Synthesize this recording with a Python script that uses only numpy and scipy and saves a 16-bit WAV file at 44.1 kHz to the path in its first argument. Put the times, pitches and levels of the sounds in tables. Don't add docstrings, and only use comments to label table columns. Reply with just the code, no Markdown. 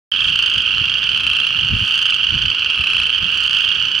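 import sys
import numpy as np
from scipy import signal
from scipy.fft import rfft, irfft
from scipy.io import wavfile
from scipy.ndimage import uniform_filter1d, minimum_filter1d

SR = 44100
rng = np.random.default_rng(int(sys.argv[2]) if len(sys.argv) > 2 else 0)


def bounce(signal):
    frames = np.transpose(np.atleast_2d(signal))
    limited = np.clip(frames, -1, 1)
    pcm = np.round(limited * 32767).astype(np.int16)
    wavfile.write(sys.argv[1], SR, pcm)


N = 176400

# frog, t/s, length/s, first, middle and last pulse gap/s
NEAR_CALLS = [ ("bright", .169, .464, .0221, .0364, .0422), ("rival", .209, .389, .0205, .0352, .0452),
              ("right", .6413, .468, .0234, .0438, .0568), ("deep", 1.067, .416, .0251, .0336, .0337),
              ("farther", 1.3564, .344, .029, .0428, .034), ("bright", 1.763, .398, .0223, .0356, .0444),
              ("rival", 1.7755, .383, .0226, .0379, .0471), ("right", 2.2226, .495, .0219, .0428, .0594),
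              ("deep", 2.707, .41, .0245, .0328, .035), ("farther", 2.861, .35, .03, .039, .039),
              ("bright", 3.2427, .399, .0231, .0355, .0419), ("rival", 3.333, .372, .022, .0371, .044),
              ("right", 3.702, .302, .022, .03, .0428)]
VOICES = { "bright": (3083, -10, 1.5, 1.5, -5), "rival": (3092.5, -5, -2, -3, -7.5),
          "deep": (2710, -3.5, 2, -4.5, -6), "right": (3001, -8.5, -1.5, 2, -26.5),
          "farther": (2967, -16.5, 5, 3.5, -12.5)}
HIGH_RINGS = {"bright": (7750, .03, -30), "rival": (10350, .05, -33), "deep": (9250, .08, -27),
              "right": (6030, .06, -21), "farther": (11000, .05, -41)}
# level/dB, decay/s
PULSE_PARTIALS = [(-12, 0.0011), (-1, .0022), (-12.5, 0.0016), (-18, 0.0011), (-34.5, 0.002)]
# f/Hz, level/dB
RASP_SPECTRUM = [(400, -30), (900, -16), (1200, -1), (2000, -6), (4500, 0), (6500, -7), (9000, -7),
                 (11000, -10), (12500, -17), (14000, -19), (16000, -28)]
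# f/Hz, level/dB
FAR_SPECTRUM = [(30, -25), (70, -12.5), (200, -21.5), (450, -26.5), (900, -30.5), (1150, -22.5),
                (1500, -16), (2050, -26.5), (2500, -10), (3000, -0.5), (3300, -5.5), (3650, -29.5),
                (4500, -21), (5400, -33.5), (6100, -33.5), (7000, -56), (10000, -47.5), (15500, -60)]
# t/s, half width/s, level/dB
PUFFS = [(.3, 0.062, -35.5), (.58, 0.019, -31.5), (.77, 0.02, -30.5), (.82, 0.0083, -23),
         (1.05, 0.29, -40.5), (1.27, 0.064, -37.5), (1.57, .025, -31.5), (1.648, 0.024, -29),
         (1.737, 0.026, -19), (1.818, 0.024, -26), (2.353, 0.034, -24), (2.46, 0.03, -27.5),
         (2.808, 0.013, -26), (2.99, 0.079, -39), (3.236, 0.024, -29), (3.75, 0.13, -45.5)]
# f/Hz, level/dB
WIND_SPECTRUM = [(20, -21), (45, -2.5), (75, 0), (125, 0), (220, -10.5), (350, -22.5), (700, -49),
                 (2000, -63.5)]

START_DB, FULL_AT, END_DB = -10, .42, -1
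PITCH_CLIMB, PITCH_JITTER, CHIRP = .06, .015, .02
RISE_S, RISE_SHAPE, RING_S, PULSE_SPREAD_DB = .0011, 2.06, .0012, 1
RASP_DB, RASP_S, TREBLE_HZ = -21, .002, 5300
CROWD_DB, CROWD_SPREAD_DB, CROWD_HZ, CROWD_SPREAD_HZ = -18.5, 3, 2950, 105
CROWD_PAN_DB, CROWD_PAN_SPREAD_DB, CROWD_OVERTONES_DB, CROWD_TILT_DB = -8.2, 1.5, -10, -19
CROWD_LENGTH_S, CROWD_GAPS_S = .45, (.022, .037, .047)
REEDS_NEAR_DB, REEDS_CROWD_DB, REEDS_WIDTH = -9, -6, .53
REEDS_T60_S, POND_T60_S, POND_DB = .034, .91, -16
FAR_DB, FAR_PAN_DB = -23.5, -3
LIMIT_DB, DUCK_DB_PER_DB, RECOVER_DB_PER_S = -2.5, 3.417, 498
START_S, HIGH_CUT_HZ = .116, 15850


def near_frogs():
    out = np.zeros((2, N))
    for frog, start, length, *gaps in NEAR_CALLS:
        for s, sound in creak(start, length, gaps, *VOICES[frog], *HIGH_RINGS[frog]):
            add(out, s, sound)
    return out


def creak(start, length, gaps, hz, db, pan_db, overtones_db, tilt_db, ring_hz, ring_climb, ring_db):
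    count, size = 24, 640
    jitters = rng.standard_normal((count, 2))
    phases = rng.random((count, len(PULSE_PARTIALS)))
    colour = [(f, level + tilt_db * max(np.log2(f / TREBLE_HZ), 0)) for f, level in RASP_SPECTRUM]
    rasps = noise(colour, count * size).reshape(count, size)
    s = 0
    for (loud, sharp), phase, rasp in zip(jitters, phases, rasps):
        progress = s / length
        if progress > 1:
            break
        swell_db = np.interp(progress, [0, FULL_AT, 1], [START_DB, 0, END_DB])
        gain = amp(db + swell_db + PULSE_SPREAD_DB * loud)
        pitch = hz * (1 + PITCH_CLIMB * (progress - .5) + PITCH_JITTER * sharp)
        ring = ring_hz * (1 + ring_climb * (progress - .5))
        yield start + s, panned(gain * pulse(pitch, overtones_db, ring, ring_db, rasp, phase), pan_db)
        s += np.interp(progress, [0, .5, 1], gaps)


def pulse(hz, overtones_db, ring_hz, ring_db, rasp, phases):
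    t = np.arange(len(rasp)) / SR
    attack = 1 - np.exp(-(t / RISE_S) ** RISE_SHAPE)
    glide = 1 + CHIRP * (np.exp(-t / RISE_S / 2) - .5)
    cycles = hz / 2 * np.cumsum(glide) / SR
    body = 0
    for k, ((db, decay), phase) in enumerate(zip(PULSE_PARTIALS, phases), 1):
        envelope = amp(db + overtones_db * (k > 2)) * np.exp(-t / decay)
        body += envelope * np.sin(2 * np.pi * (k * cycles + phase))
    ring = amp(ring_db) * np.exp(-t / RING_S) * np.sin(2 * np.pi * ring_hz * t)
    scrape = amp(RASP_DB + overtones_db) * np.exp(-t / RASP_S) * rasp
    return 2 * attack * (body + ring + scrape)


def crowd(count=60):
    out = np.zeros((2, N))
    slots = (np.arange(count) + rng.random(count)) / count
    starts = slots * (N / SR + CROWD_LENGTH_S) - CROWD_LENGTH_S
    traits = rng.uniform(-1, 1, (count, 4)) * np.sqrt(np.pi)
    for start, (slow, sharp, loud, side) in zip(starts, traits):
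        gaps = np.array(CROWD_GAPS_S) * np.exp(.08 * slow)
        hz = CROWD_HZ + CROWD_SPREAD_HZ * sharp
        pan_db = CROWD_PAN_DB - CROWD_PAN_SPREAD_DB * side
        for s, sound in creak(start, CROWD_LENGTH_S, gaps, hz, CROWD_SPREAD_DB * loud, pan_db,
                              CROWD_OVERTONES_DB, CROWD_TILT_DB,
                              ring_hz=4600, ring_climb=.12, ring_db=-34):
            add(out, s, sound)
    return amp(CROWD_DB) * unit(out)


def reeds(send):
    t = np.arange(SR // 2) / SR
    mid, side = rng.standard_normal((2, len(t))) * (rng.random((2, len(t))) < .06) * (t > .001)
    echoes = np.array([mid + REEDS_WIDTH * side, mid - REEDS_WIDTH * side])
    echoes *= amp(-60 * t / REEDS_T60_S) + amp(POND_DB - 60 * t / POND_T60_S)
    echoes /= np.linalg.norm(echoes, axis=1, keepdims=True)
    return signal.fftconvolve(send, echoes, axes=1)[:, :N]


def far_chorus():
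    return amp(FAR_DB) * panned(noise_pair(FAR_SPECTRUM, likeness=.9), FAR_PAN_DB)


def wind():
    t = np.arange(N) / SR
    power = sum(amp(db) ** 2 * np.exp(-((t - s) / width) ** 2) for s, width, db in PUFFS)
    return np.sqrt(power) * noise_pair(WIND_SPECTRUM, likeness=.58)


def noise(spectrum, size):
    hz, db = np.transpose(spectrum)
    shape = amp(np.interp(np.log(np.fft.rfftfreq(size, 1 / SR) + 1), np.log(hz), db))
    return unit(irfft(rfft(rng.standard_normal(size)) * shape, size))


def noise_pair(spectrum, likeness):
    left, other = noise(spectrum, N), noise(spectrum, N)
    return np.array([left, likeness * left + np.sqrt(1 - likeness ** 2) * other])


def amp(db):
    return 10 ** (np.asarray(db) / 20)


def unit(x):
    return x / np.sqrt(np.mean(x ** 2) + 1e-20)


def panned(x, pan_db):
    gains = amp([[pan_db / 2], [-pan_db / 2]])
    return x * gains / gains.mean()


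def add(mix, s, sound):
    at = int(round(s * SR))
    if 0 <= at < N:
        part = mix[:, at:at + sound.shape[1]]
        part += sound[:, :part.shape[1]]


def scene():
    near, others = near_frogs(), crowd()
    send = amp(REEDS_NEAR_DB) * near + amp(REEDS_CROWD_DB) * others
    return near + others + reeds(send) + far_chorus() + wind()


def record(dry):
    t = np.arange(N) / SR
    peak_db = 20 * np.log10(abs(dry).max(0) + 1e-9)
    release_db = RECOVER_DB_PER_S * t
    envelope_db = np.maximum.accumulate(peak_db + release_db) - release_db
    over_db = np.maximum(envelope_db - LIMIT_DB, 0)
    held_db = -minimum_filter1d(-over_db, size=61)
    duck_db = DUCK_DB_PER_DB * uniform_filter1d(held_db, size=61)
    limited = dry * amp(-duck_db) * (t >= START_S)
    high_cut = signal.firwin(511, HIGH_CUT_HZ, window=("kaiser", 9), fs=SR)
    return signal.oaconvolve(limited, high_cut[None], "same")


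dry = scene()
out = record(dry)
bounce(out)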